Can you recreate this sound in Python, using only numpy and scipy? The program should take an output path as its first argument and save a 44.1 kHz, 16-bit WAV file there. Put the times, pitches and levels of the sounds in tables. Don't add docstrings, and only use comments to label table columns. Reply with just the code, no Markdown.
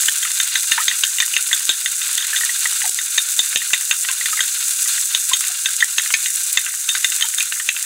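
import sys
import numpy as np
from scipy import signal
from scipy.fft import rfft, irfft
from scipy.io import wavfile
from scipy.ndimage import uniform_filter1d, minimum_filter1d

SR = 44100
rng = np.random.default_rng(int(sys.argv[2]) if len(sys.argv) > 2 else 0)


def wav_out(sig):
    wavfile.write(sys.argv[1], SR, np.round(np.clip(np.atleast_2d(sig).T, -1, 1) * 32767).astype(np.int16))


N = 346185

# frequency in Hz, seconds to fade by 60 dB.
ECHO_TIMES = [(200, 0.16), (1500, 0.08), (4000, 0.27), (8000, 0.16), (16000, 0.17)]
# time in seconds, level in dB.
FIZZ_LEVELS = [(0.0, -17), (0.16, -19), (0.5, -20), (1.3, -20.5), (1.9, -21.5), (2.57, -19), (3.0, -20),
               (3.2, -20.5), (4.2, -20.5), (4.72, -19), (4.92, -17), (5.1, -19), (5.6, -22), (6.0, -20),
               (6.33, -20), (6.65, -22), (7.15, -20.5), (7.85, -24)]
# frequency in Hz, level in dB.
FIZZ_TONE = [(2800, -39), (4500, -20.5), (4900, -15.5), (5400, -13.5), (5850, -6), (7200, -1.5), (8100, -2),
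             (9000, -3.5), (10500, -7.5), (11800, -13.5), (15500, -16)]
# time in seconds, level in dB.
WASH_LEVELS = [(0.0, -30), (0.8, -32), (1.9, -34.5), (2.55, -29.5), (3.0, -33), (4.0, -34.5), (4.5, -31.5),
               (4.9, -31.3), (5.5, -34), (6.8, -36.5), (7.11, -33), (7.85, -39)]
# frequency in Hz, level in dB.
WASH_TONE = [(20, -22), (60, -26), (250, -28), (500, -24), (750, -20), (1000, -9.5), (1250, -7), (1450, -1),
             (2200, -0.5), (3200, -0.5), (4300, 2), (5000, 0.5), (6000, -7), (9000, -42)]
# frequency in Hz, width in Hz, boost in dB.
PAN_RESONANCES = [(1426, 250, 6.7), (1596, 87, 6.1), (2490, 260, 4.7), (2800, 140, 7.8), (3580, 330, 8.4),
                  (4105, 490, 5.4), (4830, 110, 5.1), (6460, 110, 3.4), (7800, 180, 2.1)]
# start in seconds, strength in dB.
OIL_SPITS = [(0.0962, 10.5), (0.3173, 1), (0.4342, 0), (1.2223, 5.5), (1.654, 1.5), (2.1534, 10.5),
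             (2.37, -6), (2.8936, 13), (2.9455, -2.5), (2.896, 14.5), (3.1773, -2), (4.115, 7),
             (4.8902, -13), (5.013, 5), (5.297, 2), (5.408, 2), (5.7658, 1.5), (5.8448, 10), (7.3473, -1),
             (7.427, 2), (7.8273, -2.5)]
# frequency in Hz, level in dB.
SPIT_TONE = [(50, -39), (700, -28), (1500, -37.5), (3000, -6), (5300, -0.5), (7500, 11.5), (10000, 5.5),
             (12000, -6), (15500, -4.5)]
# start in seconds, strength in dB.
EGG_SLAPS = [(.034, -18.5), (.251, -16), (2.724, -21.5), (2.853, -20.5), (3.527, -20), (3.704, -22),
             (3.928, -15), (4.047, -15.5), (4.108, -21), (4.858, -19), (4.977, -17), (5.996, -15.5),
             (6.104, -14), (6.678, -21), (7.339, -20.5)]
# frequency in Hz, level in dB.
SLAP_TONE = [(100, -44), (550, -26), (850, -12), (1300, -0.5), (1900, 7), (2400, -2), (3000, 3),
             (4200, -17), (8000, -15), (16000, -52)]
# start in seconds, level in dB, pitch in Hz,
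# octaves the pitch climbs by the time the note is loudest.
AIR_POCKETS = [(0.253, -23.5, 1280, 0.035), (0.777, -18, 796, 0.21), (0.777, -12, 1220, 0.37),
               (0.799, -18.5, 1234, 0.041), (0.813, -20, 1820, .02), (0.913, -16, 1900, 0.003),
               (1.223, -7.5, 1905, 0), (1.512, -15.5, 1720, 0.14), (2.33, -15, 1630, 0.045),
               (2.343, -19, 1580, 0), (2.41, -17.5, 1860, 0), (2.434, -17, 1790, 0.022),
               (2.493, -14.5, 1926, 0.017), (2.655, -8.5, 1946, 0), (2.817, -13.5, 1990, 0),
               (2.838, -25, 790, 0.087), (2.85, -28, 738, 0), (3.617, -17.5, 1870, 0.0096),
               (3.738, -11, 1890, 0.064), (4.094, -28, 1020, 0.035), (4.21, -15, 1930, 0),
               (4.329, -19, 1305, 0), (4.373, -16.5, 2000, 0.029), (4.39, -14, 1800, 0.056),
               (5.313, -18.5, 1014, 0.032), (5.494, -38.5, 720, .02), (5.684, -20, 1570, 0.017),
               (5.824, -1, 1720, 0.08), (6.104, -20, 1970, 0.047), (7.239, -31, 894, .02),
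               (7.598, -17, 1860, 0)]
# start in seconds, strength in dB, share from 0 to 1 that
# rings the rim rather than the wood, extra dB for the bowl's low notes, damping (2 fades twice as
# fast), pitch of the wood in Hz.
STICK_KNOCKS = [(0.0836, -18, 0, -0.5, 1.7, 3320), (0.2281, -25.5, 0.6, -2, 1.2, 3250),
                (0.4005, -18.5, 1, -5, 2, 3270), (0.555, -19.5, 0.9, 0, 1.9, 2470),
                (0.718, -15, 0.3, -3.5, 1.7, 2780), (0.8811, -14.5, 0.5, -5, 3, 3360),
                (1.036, -17, 0.35, -8, 2.7, 3160), (1.184, -26, 0.2, -3, 1.1, 2830),
                (1.202, -14.5, 0.6, -6, 2.4, 2400), (1.3375, -22.5, 0, -15, 1.2, 2850),
                (1.365, -15.5, 0.36, -5.5, 1.5, 2770), (1.5292, -16.5, 0.23, -6, 1.2, 3410),
                (1.6922, -10, 0.4, -11.5, 1.26, 3580), (1.859, -22.5, 0.6, 1, 1.5, 2800),
                (2.0152, -27.5, 0.8, -5, 0.93, 2860), (2.179, -21, .6, -5, 1.3, 3360),
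                (2.201, -27, .8, -15, 0.94, 3400), (2.224, -26, 0.1, -18, 2, 3380),
                (2.361, -21.5, 0.55, -4, .9, 3360), (2.9878, -24, 0.85, 1, 2, 3460),
                (3.18, -14, 0.88, -4, 2, 2320), (3.3911, -15.5, 0.96, -12, 1.15, 3350),
                (3.559, -10, 0.6, -9, 4.5, 3150), (3.733, -12.6, 0.32, -9, 1.6, 2710),
                (3.9108, -15.5, 0.26, -6.5, 1.7, 2730), (4.0867, -25.5, 0, -1.5, 2.4, 2710),
                (4.258, -28, .55, 5.5, 1.8, 2360), (4.4053, -18.5, 0.63, -5, 1.8, 3280),
                (5.148, -17, 0.84, -11.5, 1.7, 2980), (5.333, -15.5, 0.6, -13, 1, 3290),
                (5.44, -32, 0.3, 1, 3.3, 2650), (5.658, -20, 0.92, -5, 1.1, 2620),
                (5.805, -23.5, 0.8, -3, 1.3, 3260), (5.9824, -16.5, 0.7, -5.5, 2.9, 3400),
                (6.1393, -13, 0.04, -6.5, 1.44, 2482), (6.2588, -24.5, 0.6, -4, 2, 2800),
                (6.5729, -14.5, 0.74, -1.5, 1.8, 2610), (6.6634, -30.5, 0, 1, 1.7, 2750),
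                (6.8895, -18.5, 0.9, -11, 0.76, 3070), (6.951, -24, .64, 1, 2.9, 2270),
                (7.0444, -16, 0.65, -1.5, 1.35, 2780), (7.1198, -27.5, 0.6, -2.5, 1.6, 3070),
                (7.209, -24, 0.8, -6.5, 2.1, 3000), (7.223, -18, 0.1, -8, 1.3, 3080),
                (7.3831, -23, 0.93, -9, 2, 2800), (7.405, -21, 0, -19, 0.92, 2696),
                (7.523, -26.5, .06, -1.5, 4.2, 2720), (7.6892, -17, 0.04, -4.5, 2.1, 2620),
                (7.764, -29.5, 0, -7, 1.4, 2620)]
# pitch in Hz, level in dB, seconds to fade by 60 dB when the damping is 1.
BOWL_NOTES = [
    [(1588, 5, 0.048), (1819, -3.5, 0.085), (1974, 15.5, 0.024)],
    [(2697, -11.5, 0.033), (3604, -2.5, 0.049), (3684, -2, 0.09)],
    [(6350, -6.5, 0.02), (6450, -15, 0.087), (7395, -9.5, 0.021)],
]
# frequency in Hz, level in dB.
CRACK_TONE = [(100, -74), (700, -22), (1100, -13.5), (1600, -20), (3400, 4), (4300, -6), (5300, -10),
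              (7500, -25), (11000, -33), (16000, -17)]
# frequency in Hz, level in dB.
OVERLOAD_TONE = [(20, -7.5), (120, 1), (240, 0.5), (500, 4.5), (900, 1), (1500, -48), (4000, -15.5)]


def gain_of(db):
    return 10 ** (np.asarray(db) / 20)


def evened(x):
    return x / np.sqrt(np.mean(x ** 2) + 1e-20)


def value_at(table, hz):
    row_hz, value = np.transpose(table)
    return np.interp(np.log(hz + 1), np.log(row_hz + 1), value)


def gain_curve(levels):
    return gain_of(np.interp(np.arange(N) / SR, *np.transpose(levels)))


def add(mix, start, sound):
    part = mix[max(round(start * SR), 0):][:len(sound)]
    part += sound[:len(part)]


def tint(x, tone, resonances=()):
    hz = np.fft.rfftfreq(4096, 1 / SR)
    peaks_db = sum(db / (1 + (2 * (hz - centre) / width) ** 2) for centre, width, db in resonances)
    log_gain = np.log(gain_of(np.maximum(value_at(tone, hz) + peaks_db, -100)))
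    mirrored = np.r_[log_gain, log_gain[-2:0:-1]]
    spectrum = np.exp(signal.hilbert(mirrored).conj())
    taps = np.fft.ifft(spectrum).real[:len(hz)]
    return signal.oaconvolve(x, taps / np.linalg.norm(taps))[:len(x)]


def drift(rate_hz):
    hz = np.fft.rfftfreq(N, 1 / SR)
    return evened(irfft(rfft(rng.standard_normal(N)) / (1 + (hz / rate_hz) ** 2), N))


def bursts(per_s, spread_db):
    size = gain_of(spread_db * (rng.exponential(1, N) % 3.6))
    return evened(size * rng.choice([-1, 1], N) * (rng.random(N) < per_s / SR))


def kitchen_echo(x, echoes_per_s=3000, near_db=7, near_s=0.0056):
    t = np.arange(SR // 2) / SR
    echoes = rng.choice([-1., 1.], len(t)) * (rng.random(len(t)) < echoes_per_s / SR)
    echoes *= (t > .002) * (1 + gain_of(near_db) * np.exp(-t / near_s))
    hz, times, spectra = signal.stft(echoes, SR, nperseg=256)
    fade = np.exp(-np.log(1000) * times / value_at(ECHO_TIMES, hz)[:, None])
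    tail = signal.istft(spectra * fade, SR)[1]
    return signal.oaconvolve(x, tail / np.linalg.norm(tail))[:N]


def frying(fizz_db=-2.5, flutter_db=1.35, wash_db=1.14, sway_db=5.0, clump_db=3.5):
    clumps = drift(rate_hz=106)
    crackle = bursts(per_s=1000, spread_db=5.0) * gain_of(clump_db * clumps)
    crackle = evened(crackle + gain_of(-6) * kitchen_echo(crackle))
    snaps = evened(signal.lfilter([1, -0.99], 1, crackle))
    fizz_noise, wash_noise = rng.standard_normal((2, N))
    fizz = gain_of(fizz_db + flutter_db * clumps) * fizz_noise + gain_of(-3) * snaps
    sway = np.tanh(drift(rate_hz=25))
    wash = gain_of(wash_db + sway_db * sway) * wash_noise + gain_of(-9) * crackle
    high = gain_curve(FIZZ_LEVELS) * tint(fizz, FIZZ_TONE, PAN_RESONANCES)
    low = gain_curve(WASH_LEVELS) * tint(wash, WASH_TONE, PAN_RESONANCES)
    return high + low


def oil_spits(tick_db=9, spray_db=-25, spray_s=.003, overload_growth=2.44, small_count=28):
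    t = np.arange(0, .02, 1 / SR)
    ticks, overload = np.zeros((2, N))
    click = t == 0
    small_spits = [(rng.uniform(0, N / SR), rng.uniform(-8, -4)) for _ in range(small_count)]
    for start, db in list(OIL_SPITS) + small_spits:
        spray = rng.standard_normal(len(t)) * np.exp(-t / spray_s)
        add(ticks, start, gain_of(db + tick_db) * (click + gain_of(spray_db) * spray))
        add(overload, start, gain_of(-36 + overload_growth * db) * click)
    return tint(ticks, SPIT_TONE) + tint(overload, OVERLOAD_TONE)


def egg_squelch(level_db=-41.5, lead_s=.04, stroke_s=.13):
    t = np.arange(0, .02, 1 / SR)
    blips, strokes = np.zeros((2, N))
    for start, *_ in STICK_KNOCKS:
        add(strokes, start - lead_s, signal.windows.hann(round(stroke_s * SR)))
    for hz in np.geomspace(1400, 3000, 20):
        age = t * hz / 1.3
        blip = age ** 2 * np.exp(-age) * np.sin(2 * np.pi * hz * t)
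        gain = gain_of(-5 * abs(np.log2(hz / 1800)))
        blips += gain * signal.oaconvolve(bursts(per_s=6, spread_db=0.5), blip)[:N]
    return gain_of(level_db) * evened(blips * (.5 + strokes))


def egg_slaps(level_db=-2, fade_s=0.0045, ticks_per_s=4000, fall_s=.076, fall_db=-28.5, spread_db=6.5):
    t, slaps = np.arange(0, .03, 1 / SR), np.zeros(N)
    falls = [(start + fall_s, rng.normal(fall_db, spread_db)) for start, *_ in STICK_KNOCKS]
    bubble_starts = [(start, min(db, -11) - 3) for start, db, *_ in AIR_POCKETS]
    for start, db in list(EGG_SLAPS) + falls + bubble_starts:
        ticks = rng.standard_normal(len(t)) * (rng.random(len(t)) < ticks_per_s / SR)
        add(slaps, start, gain_of(db + level_db) * evened(ticks) * np.exp(-t / fade_s))
    return tint(slaps, SLAP_TONE)


def egg_bubbles(cycles_to_peak=5.45, wobble_octaves=0.024, lowest_hz=680):
    t, notes = np.arange(0, .06, 1 / SR), np.zeros(N)
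    slosh = drift(rate_hz=170)
    for start, db, hz, rise in AIR_POCKETS:
        age = t * hz / cycles_to_peak
        swell = (age * np.exp(1 - age)) ** 2
        wobble = wobble_octaves * slosh[round(start * SR):][:len(t)]
        octaves = rise * np.minimum(age, 3) + wobble
        cycles = np.cumsum(hz * 2 ** octaves) / SR
        add(notes, start, gain_of(db) * swell * np.sin(2 * np.pi * cycles))
    bass_cut = signal.butter(8, lowest_hz, "high", fs=SR, output="sos")
    return signal.sosfilt(bass_cut, notes)


def ringing(notes, damping, t, detune=0.009, spread_db=7.0, onset_s=0.0014):
    hz, db, fade_s = np.transpose(notes)[:, :, None]
    shift, size = rng.standard_normal((2, len(notes), 1))
    fade = np.exp(-np.log(1000) * t * damping / fade_s)
    onset = 1 - np.exp(-t / onset_s)
    waves = np.sin(2 * np.pi * hz * (1 + detune * shift) * t)
    return (gain_of(db + spread_db * size) * fade * onset * waves).sum(0)


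def at_level(x, db, attack_s=.015):
    attack = x[np.arange(len(x)) / SR < attack_s]
    return x * gain_of(db) / np.sqrt(np.mean(attack ** 2))


def bowl_knocks(wood_s=0.027, crack_s=0.0035, overload_s=0.0051, firm_db=-13, overload_growth=1.97):
    t = np.arange(0, .12, 1 / SR)
    rings, cracks, overload = np.zeros((3, N))
    second_knocks = [(start + 0.0034 + 0.0206 * rng.random() ** 2, db - 16, *rest)
                     for start, db, *rest in STICK_KNOCKS]
    for start, db, rim_share, low_db, damping, wood_hz in list(STICK_KNOCKS) + second_knocks:
        rim_share = np.clip(rim_share, .01, .99)
        rim_db, wood_db = 10 * np.log10([rim_share, 1 - rim_share])
        wall_db = db + 0.21 * rim_db
        group_levels = (db + low_db + 0.5, db + rim_db + 2, wall_db - 1)
        for notes, level in zip(BOWL_NOTES, group_levels):
            add(rings, start, at_level(ringing(notes, damping, t), level))
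        stick_notes = [(wood_hz, 0, wood_s), (wood_hz * .91, -9, wood_s)]
        add(rings, start, at_level(ringing(stick_notes, damping, t), db + wood_db + 1.3))
        grit = rng.standard_normal(len(t))
        add(cracks, start, at_level(grit * np.exp(-t / crack_s), db - 4))
        thud = (t == 0) + 0.059 * grit * np.exp(-t / overload_s)
        add(overload, start, at_level(thud, -36.5 + overload_growth * (wall_db - firm_db)))
    return rings + tint(cracks, CRACK_TONE) + tint(overload, OVERLOAD_TONE)


def scene():
    knocks = bowl_knocks()
    egg = egg_bubbles() + egg_squelch() + egg_slaps()
    spits = oil_spits()
    echo = kitchen_echo(gain_of(-10) * knocks + gain_of(-6.5) * egg + gain_of(-14) * spits)
    return (frying() + echo + spits + egg + knocks)[None]


def overshoot_db(x, ceiling_db, release_db_per_s):
    over_db = 20 * np.log10(np.maximum(abs(x) / gain_of(ceiling_db), 1))
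    fall = np.arange(N) * release_db_per_s / SR
    held_db = np.maximum.accumulate(over_db + fall) - fall
    widened_db = -minimum_filter1d(-held_db, size=15)
    return uniform_filter1d(widened_db, size=15)


def record(dry, dip_share=0.13, clip_db=-0.8, top_hz=15780):
    x = dry[0]
    x = x / gain_of(dip_share * overshoot_db(x, ceiling_db=-2.5, release_db_per_s=58))
    x = x / gain_of(overshoot_db(x, ceiling_db=0.9, release_db_per_s=900))
    x = np.clip(x, -gain_of(clip_db), gain_of(clip_db))
    treble_cut = signal.firwin(611, top_hz, window=("kaiser", 8), fs=SR)
    return signal.oaconvolve(x, treble_cut, "same")[None]


dry = scene()
out = record(dry)
wav_out(out)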